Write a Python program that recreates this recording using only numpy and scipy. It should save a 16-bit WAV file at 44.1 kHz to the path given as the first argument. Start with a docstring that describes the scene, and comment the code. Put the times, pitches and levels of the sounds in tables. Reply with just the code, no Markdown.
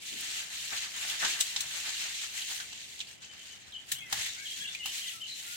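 """A stand of maize, heard from several metres away with a small stereo microphone.
Low open air and far-off twitter run throughout. Almost at once someone pushes in to tear out weeds:
leaves crackle in strokes of dense clicks, the soil thuds, and stems snap as bursts of ringing fibres.
The plants scatter every click. The rustle thins near three seconds, and small birds begin to chirp:
curving, nearly pure tones. Slower whistles join them about a second later, as the rustle returns."""
import sys
import numpy as np
from scipy import signal
from scipy.fft import rfft, irfft, next_fast_len
from scipy.io import wavfile

SR = 44100
rng = np.random.default_rng(int(sys.argv[2]) if len(sys.argv) > 2 else 0)


def transcribe(signal):
    """Save signal, clipped to [-1, 1], as a 16-bit WAV file at the path in sys.argv[1]."""
    frames = np.atleast_2d(signal).T
    limited = np.clip(frames, -1, 1)
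    pcm = np.round(limited * 32767).astype(np.int16)
    wavfile.write(sys.argv[1], SR, pcm)


N = 245195
TIME = np.arange(N) / SR
PORT_LAG_S = .001  # direct sound reaches the left microphone port this much after the right


def undb(db):
    """Decibels to gain."""
    return 10 ** (np.asarray(db) / 20)


def unit(x):
    """Scale to an rms of one."""
    return x / np.sqrt(np.mean(x ** 2) + 1e-18)


def fade(t, t60):
    """A decay that loses 60 dB in t60 seconds, silent before time zero."""
    return (t >= 0) * np.exp(-np.log(1000) * np.abs(t) / t60)


def spectrum(points, hz):
    """Gain of (frequency [Hz], gain [dB]) points joined on a log-frequency axis."""
    knots, db = np.transpose(points)
    return undb(np.interp(np.log(hz + 1), np.log(knots), db))


def colour(x, response):
    """Filter by a gain that is given as a function of frequency."""
    size = next_fast_len(x.shape[-1] + 1024)
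    gain = response(np.fft.rfftfreq(size, 1 / SR))
    return irfft(rfft(x, size) * gain, size)[..., :x.shape[-1]]


def resonance(hz, centre, q):
    """Gain of one damped resonance, one at its centre."""
    return 1 / np.sqrt(1 + (q * (hz / centre - centre / (hz + 1))) ** 2)


def delay(x, seconds):
    """The same sound, later."""
    shift = int(round(abs(seconds) * SR))
    return np.concatenate([np.zeros(shift), x])[:len(x)]


def walk(rate):
    """A random wander with a spread near one: straight lines between `rate` points per second."""
    return 1.2 * np.interp(TIME * rate, np.arange(2000), rng.standard_normal(2000))


def air(common=0.082):
    """Low outdoor rumble under a faint far hiss: coloured noise, partly alike at both ports."""
    # shape of the open air's noise: (frequency [Hz], gain [dB])
    air_shape = [(20, -13), (45, -7), (80, 4), (125, 2), (200, -0.5), (330, -3), (480, -7), (700, -6),
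                 (1200, -11.5), (3000, -1), (5000, -22.5), (9000, -64)]
    noise = rng.standard_normal((2, N)) + common * rng.standard_normal(N)
    level_db = -58.5 + .7 * walk(9)
    return undb(level_db) * unit(colour(noise, lambda hz: spectrum(air_shape, hz)))


def field(song, t60=0.25):
    """A soft wash of echoes from the plants around, different at each port."""
    t = TIME[:SR // 2]
    echoes = rng.standard_normal((2, len(t))) * fade(t - .018, t60)
    echoes = unit(echoes) / np.sqrt(len(t))
    return signal.fftconvolve(song[None], echoes, axes=1)[:, :N]


def sing(notes, quaver=.003, flutter_db=2, softness=.35, waver=.008):
    """Nearly pure notes that curve in pitch and quaver a little; the higher the note, the more it buzzes."""
    song, flutter = np.zeros(N), undb(flutter_db * walk(120))
    fast, slow = waver * walk(330), quaver * walk(60)
    for s, length, first, middle, last, db in notes:
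        on = (TIME >= s) & (TIME < s + length)
        u = (TIME[on] - s) / length  # 0 to 1 through the note
        unsteady = 1 + slow[on] + fast[on] * (middle / 3000) ** 6
        curve = np.polyfit([0, .5, 1], [first, middle, last], 2)
        hz = np.polyval(curve, u) * unsteady
        tone = np.sin(2 * np.pi * np.cumsum(hz) / SR)
        swell = np.abs(np.sin(np.pi * u)) ** softness
        song[on] += undb(db) * swell * flutter[on] * tone
    return song


def twitter(db=-57, pitch_hz=3080, range_hz=230, length=0.0327, count=36):
    """Far-off birds chirp at random and arrive only as echoes."""
    notes = []
    for when, *draws in rng.random((count, 4)):
        first_middle_last = pitch_hz + range_hz * (2 * np.array(draws) - 1)
        notes.append((when * N / SR, length, *first_middle_last, db))
    return field(sing(notes))


def bent(s, length, hz, shape, db):
    """A bird note whose shape bends it through a first, middle and last pitch."""
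    # pitch shapes of bird notes: name: (first pitch [ratio to middle], last pitch [ratio to middle])
    bends = {"level": (1.02, .985), "sag": (1.055, .96), "fall": (1.085, .94), "drop": (1.02, .86),
             "plunge": (1.2, .72), "lift": (.93, 1.04), "rise": (.89, 1.11), "sweep": (.76, 1.16),
             "bow": (.89, .9), "arch": (.85, .82), "dip": (1.22, 1.27)}
    first, last = bends[shape]
    return s, length, hz * first, hz, hz * last, db


def birds(gain_db=-1, field_db=-4, whistle_field_db=-3.5):
    """Quick, buzzy chirps with one distinct echo and soft, wavering whistles, both in a wash from the field."""
    # quick high chirps: (time [s], length [s], middle pitch [Hz], shape, level before gain_db [dB])
    chirp_notes = [(3.043, 0.069, 2790, "lift", -55), (3.291, 0.031, 3060, "level", -46.5),
                   (3.365, 0.076, 3075, "level", -52.5), (3.491, 0.063, 3014, "level", -49.5),
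                   (3.726, 0.048, 3060, "fall", -40.5), (3.753, 0.023, 3080, "lift", -36.5),
                   (3.947, 0.031, 3050, "rise", -38.5), (3.977, .04, 3330, "level", -42),
                   (4.005, 0.035, 2600, "lift", -43), (4.284, 0.025, 3750, "sag", -37),
                   (4.453, .026, 3250, "drop", -38), (4.468, 0.035, 3290, "bow", -41),
                   (4.51, 0.018, 3200, "level", -36), (4.598, 0.038, 3300, "level", -34.5),
                   (4.641, .028, 2700, "dip", -35.5), (4.674, 0.027, 3520, "level", -35.5),
                   (4.794, 0.043, 2850, "drop", -38), (4.83, 0.023, 2920, "rise", -35),
                   (4.869, .019, 3200, "sag", -43), (4.891, .03, 3080, "bow", -44),
                   (5.007, 0.048, 3216, "arch", -37), (5.052, 0.022, 3300, "sweep", -39.5),
                   (5.066, 0.04, 3260, "plunge", -37.5), (5.2, .049, 3110, "arch", -39.5),
                   (5.245, 0.025, 3080, "level", -41), (5.269, .04, 4090, "sag", -43.5),
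                   (5.294, 0.049, 3950, "sag", -40)]
    # slow, lower whistles: (time [s], length [s], middle pitch [Hz], shape, level before gain_db [dB])
    whistle_notes = [(3.97, 0.13, 2115, "fall", -48.5), (4.362, 0.1, 1625, "rise", -48.5),
                     (4.365, 0.099, 2270, "bow", -46.5), (4.565, .135, 1690, "arch", -50),
                     (4.735, 0.098, 2126, "fall", -50), (5.04, 0.076, 2000, "sag", -48),
                     (5.124, 0.081, 1327, "sag", -55.5), (5.446, 0.17, 1457, "lift", -52)]
    pan_db = 6.5  # louder on the left than on the right
    echo_s, echo_db = .029, (-6.5, -15)  # from the edge of the field; (left, right)
    chirps = sing([bent(*note) for note in chirp_notes])
    whistles = sing([bent(*note) for note in whistle_notes], quaver=.007, flutter_db=2.5, softness=.55)
    song = chirps + whistles
    pan = undb(np.array([[pan_db], [-pan_db]]) / 2)
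    direct = np.array([delay(song, PORT_LAG_S), song]) * pan
    echo = undb(echo_db)[:, None] * delay(chirps, echo_s)
    wash = field(undb(field_db) * chirps + undb(whistle_field_db) * whistles)
    return undb(gain_db) * (direct + echo + wash)


def soil(t60=0.79, q=1.6):
    """Dull, short rumbles as feet and roots shift the earth: fading noise around a low resonance."""
    # soft thuds on the soil: (time [s], level [dB], pitch [Hz])
    thuds = [(0.12, -54, 270), (1.249, -57.5, 364), (1.601, -60, 116), (3.925, -54.5, 133),
             (4.141, -55, 115.6), (4.58, -59.5, 170)]
    out = np.zeros((2, N))
    for s, db, pitch in thuds:
        rumble = colour(rng.standard_normal((2, N)), lambda hz: resonance(hz, pitch, q) ** 2)
        out += undb(db) * fade(TIME - s, t60) * unit(rumble)
    return out


def clicks(rate, spread_db, size):
    """Random tiny fractures, many small and a few large; sparse ones are raised to keep the power even."""
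    share = np.clip(rate / SR, 1e-5, 1)  # chance of a click in each sample
    strength = undb(spread_db * np.minimum(rng.exponential(size=size), 4.5))
    struck = rng.random(size) < share
    sign = np.sign(rng.standard_normal(size))
    return unit(struck * sign * strength / np.sqrt(share))


def scatter(x, direct, t60, far_db, far_t60):
    """Each click reaches the right port first, then returns as a spray from near and far plants."""
    t = TIME[:SR // 2]
    near, far = fade(t, t60) ** 2, fade(t, far_t60) ** 2
    echoes = near / near.sum() + undb(far_db) ** 2 * far / far.sum()
    power = signal.fftconvolve(x ** 2, echoes / echoes.sum())[:len(x)]
    spray = np.sqrt(np.abs(power)) * rng.standard_normal((2, len(x)))
    arrivals = np.array([delay(x, PORT_LAG_S), x])
    return (direct * arrivals + spray) / np.hypot(1, direct)


def registers(x, shape, low_hz=1500, high_hz=9200):
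    """Colour clicks and part them into low, main and crisp top registers, each at unit gain."""
    def part(hz):
        low = 1 / (1 + (hz / low_hz) ** 8)
        top = 1 / (1 + (high_hz / (hz + 1)) ** 12)
        return np.array([unit(shape(hz) * share) for share in (low, 1 - low - top, top)])[:, None]
    return colour(x, part)


def stems(fibre_rate=5500, ring_q=5.4):
    """A stem starts to give, then fails in a quick run of breaking fibres that ring its hollow stalk."""
    # stems breaking: (time [s], time to give way, as a 60 dB rise [s], level [dB], ring pitch [Hz],
    # ring strength [dB], low knock relative to crack [dB], crispness relative to crack [dB])
    snaps = [(0.208, .03, -40.5, 4330, -12, -43, 0.5), (1.097, .005, -34, 3200, 11, -27, -7),
             (1.249, .006, -26.5, 3380, -15, -17, -25), (1.409, 0.026, -22, 8100, 6.5, -48, -5.5),
             (1.5624, 0.003, -26.5, 3980, -2, -20, -26), (1.607, 0.013, -30.5, 7700, 1, -42, -3.5),
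             (1.891, 0.0037, -36, 4400, -7, -21, -16), (2.421, 0.035, -35.5, 3000, 13, -44, -18),
             (2.588, 0.003, -45, 1840, 22, -18, -22), (2.601, .003, -36, 1520, 23, -14, -18),
             (2.731, 0.039, -40.5, 2960, -2, -16, -15), (2.991, 0.0065, -43, 9000, 15, -18, -24),
             (3.0036, 0.0022, -35, 3400, 6, -31, -22), (3.012, 0.0044, -38, 2470, 13, -35, -22),
             (3.722, 0.0032, -47.5, 3640, 15, -40, -15), (3.9174, 0.0043, -29.5, 1750, 8, -28, 2),
             (3.921, .003, -33, 7800, 12, -40, -11), (4.1269, 0.0081, -25.5, 1860, 7, -10.5, -8),
             (4.261, .006, -35.5, 1920, 35, -19, -7), (4.749, 0.0037, -35, 2480, 22, -28, -13),
             (4.858, 0.0088, -32, 2750, 10, -13, -5)]
    # shape of breaking stems: (frequency [Hz], gain [dB])
    stem_shape = [(200, -9.5), (520, -18.5), (800, 3.5), (1000, -3.5), (2000, -0.5), (3500, 11), (5000, 5),
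                  (6500, 6.5), (8200, 1), (9800, -10.5), (13600, -15.5), (15500, -12.5)]
    size, lead = SR // 3, .01  # samples per snap; seconds kept ahead of the break
    out, t = np.zeros((2, N + size)), TIME[:size] - lead
    for s, onset_s, db, ring_hz, ring_db, low_db, top_db in snaps:
        # thinner, higher stems part sooner
        tear_t60 = 2 * .017 * (3300 / ring_hz) ** .13
        envelope = np.maximum(fade(t, tear_t60), fade(-t, onset_s))
        fibres = clicks(fibre_rate, 0.37, size) * envelope
        fibres *= np.sqrt(.01 * SR / np.sum(fibres ** 2))  # same energy for every snap
        heard = scatter(fibres, direct=0.67, t60=0.026, far_db=-2.5, far_t60=0.18)

        def stalk(hz):
            ring = undb(ring_db) * resonance(hz, ring_hz, ring_q) ** 2
            return spectrum(stem_shape, hz) * (1 + ring)
        knock, crack, crisp = registers(heard, stalk)
        start = int((s - lead) * SR)
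        snap = undb(low_db) * knock + crack + undb(top_db) * crisp
        out[:, start:start + size] += undb(db) * snap
    return out[:, :N]


def push(flap_wander_db=3.5):
    """Level of the rustle and its shares of flap and crispness, in dB: every stroke swells, holds and settles."""
    # strokes of body and hands through the leaves: (time [s], hold [s], level [dB],
    # low flapping relative to scrape, before its wander [dB], dry crispness relative to scrape [dB])
    strokes = [(0.1, 0.12, -42, -22.5, -8.5), (0.306, 0.085, -37.5, -18, -10.5),
               (0.595, 0.11, -40.5, -18, -9), (0.769, 0.074, -37.5, -16, -12),
               (1.025, 0.1, -37.5, -14, -9.5), (1.221, 0.096, -35, -14.5, -12), (1.241, 0.026, -47, 6, -16),
               (1.413, 0.19, -39, -19.5, -9), (1.743, 0.098, -38.5, -18, -10),
               (1.915, 0.083, -36, -17.5, -12.5), (2.036, 0.065, -38.5, -18.5, -11),
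               (2.183, 0.062, -39, -21.5, -13), (2.39, 0.093, -38.5, -19.5, -9),
               (2.524, 0.034, -40.5, -22, -5.5), (2.676, 0.15, -46.5, -22, -15.5),
               (2.897, 0.1, -49.5, -26.5, -9), (3.076, 0.0073, -49.5, -19, -10),
               (3.228, 0.015, -48.5, -14, -16), (3.412, 0.12, -51, -19, -13),
               (3.632, 0.21, -56.5, -12, -13.5), (3.907, 0.035, -46, -14.5, -5),
               (4.15, 0.059, -42.5, -13, -5.5), (4.213, 0.058, -35.5, -18, -12.5),
               (4.519, 0.11, -42, -25.5, -9), (4.73, 0.029, -46.5, -21, -20),
               (4.916, 0.084, -40, -21.5, -7.5), (5.077, 0.023, -42.5, -31, -6),
               (5.314, 0.096, -47, -34, -13), (5.466, 0.12, -44, -24.5, -4)]
    # faint stirring between strokes: level [dB], flapping and crispness relative to scrape [dB]
    rest = (-74, -29, -24)
    # a stroke builds by swell_db in a time as long as its hold: slow strokes swell slowly
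    # a curve above one builds fast at first, then levels off
    swell_db, swell_curve = 8.5, 1.73
    settle_db_per_s = 112.5  # the leaves come to rest after each stroke
    t = TIME[::64]

    def powers(db, flap_db, crisp_db):
        return undb([[0], [flap_db], [crisp_db]]) ** 2 * undb(np.maximum(db, -200)) ** 2
    total = powers(*rest)
    for s, hold, db, flap_db, crisp_db in strokes:
        swell = swell_db * (np.maximum(s - t, 0) / hold) ** swell_curve
        settle = settle_db_per_s * np.maximum(t - s - hold, 0)
        total = total + powers(db - swell - settle, flap_db, crisp_db)
    scrape, flap, crisp = (np.interp(TIME, t, level) for level in 10 * np.log10(total))
    # the low flapping never stops; its level wanders at random
    return scrape, flap - scrape + flap_wander_db * walk(21.88), crisp - scrape


def leaves(rate=1600, spread_db=2.5, own_db=-2, blade_q=8, flare_db=1.5, jerk_db=1.08, flap_db=1):
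    """Rough leaf edges catch and slip; harder pushing makes the clicks denser and louder."""
    # shape of rubbing leaves: (frequency [Hz], gain [dB])
    leaf_shape = [(150, -28), (450, -27.5), (620, -23.5), (800, -20), (1030, -22), (1330, -15.5),
                  (1780, -1.5), (2900, 5), (4300, 3.5), (5000, -1.5), (6800, 2.5), (8200, -2.5),
                  (9800, -16.5), (11500, -15), (13600, -23.5), (15300, -18.5)]
    db, low_db, top_db = push()
    density = rate * undb(0.84 * (db + 43.5))  # clicks per second

    def patch(share):
        return scatter(clicks(density * share, spread_db, N), direct=0.37, t60=0.019, far_db=3.5, far_t60=0.085)
    # broad clicks, plus single blades whose levels each wander around their own pitch
    blades = np.zeros((2, N))
    for centre in np.geomspace(650, 13000, num=22):
        blade = colour(patch(.25), lambda hz: resonance(hz, centre, blade_q) ** 2)
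        blades += blade * undb(flare_db * walk(55))
    crackle = unit(unit(patch(1.0)) + undb(own_db) * unit(blades))
    crackle = crackle * undb(jerk_db * walk(45))
    flap, scrape, crisp = registers(crackle, lambda hz: spectrum(leaf_shape, hz))
    return undb(db) * (undb(flap_db + low_db) * flap + scrape + undb(top_db) * crisp)


def scene():
    """Everything that sounds in the field, from the background to the leaves."""
    return air() + twitter() + birds() + soil() + stems() + leaves()


def record(dry):
    """The microphone ports share each frequency unevenly between left and right; the top is cut."""
    # balance of the two ports: (frequency [Hz], left minus right [dB])
    port_balance = [(60, 2.5), (700, 3), (1300, 1.5), (2400, -1), (3700, -4), (5200, 0), (6800, 11),
                    (8200, 38), (9500, 3.5), (11400, -2.5), (13000, -16), (15500, 13)]

    def ports(hz):
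        ratio = spectrum(port_balance, hz)
        return np.array([ratio, np.ones_like(ratio)]) * np.sqrt(2 / (1 + ratio ** 2))
    top_cut = signal.ellip(10, .2, 80, 15900, fs=SR, output="sos")  # order, ripple dB, stop dB, Hz
    return signal.sosfilt(top_cut, colour(dry, ports))


dry = scene()
out = record(dry)
transcribe(out)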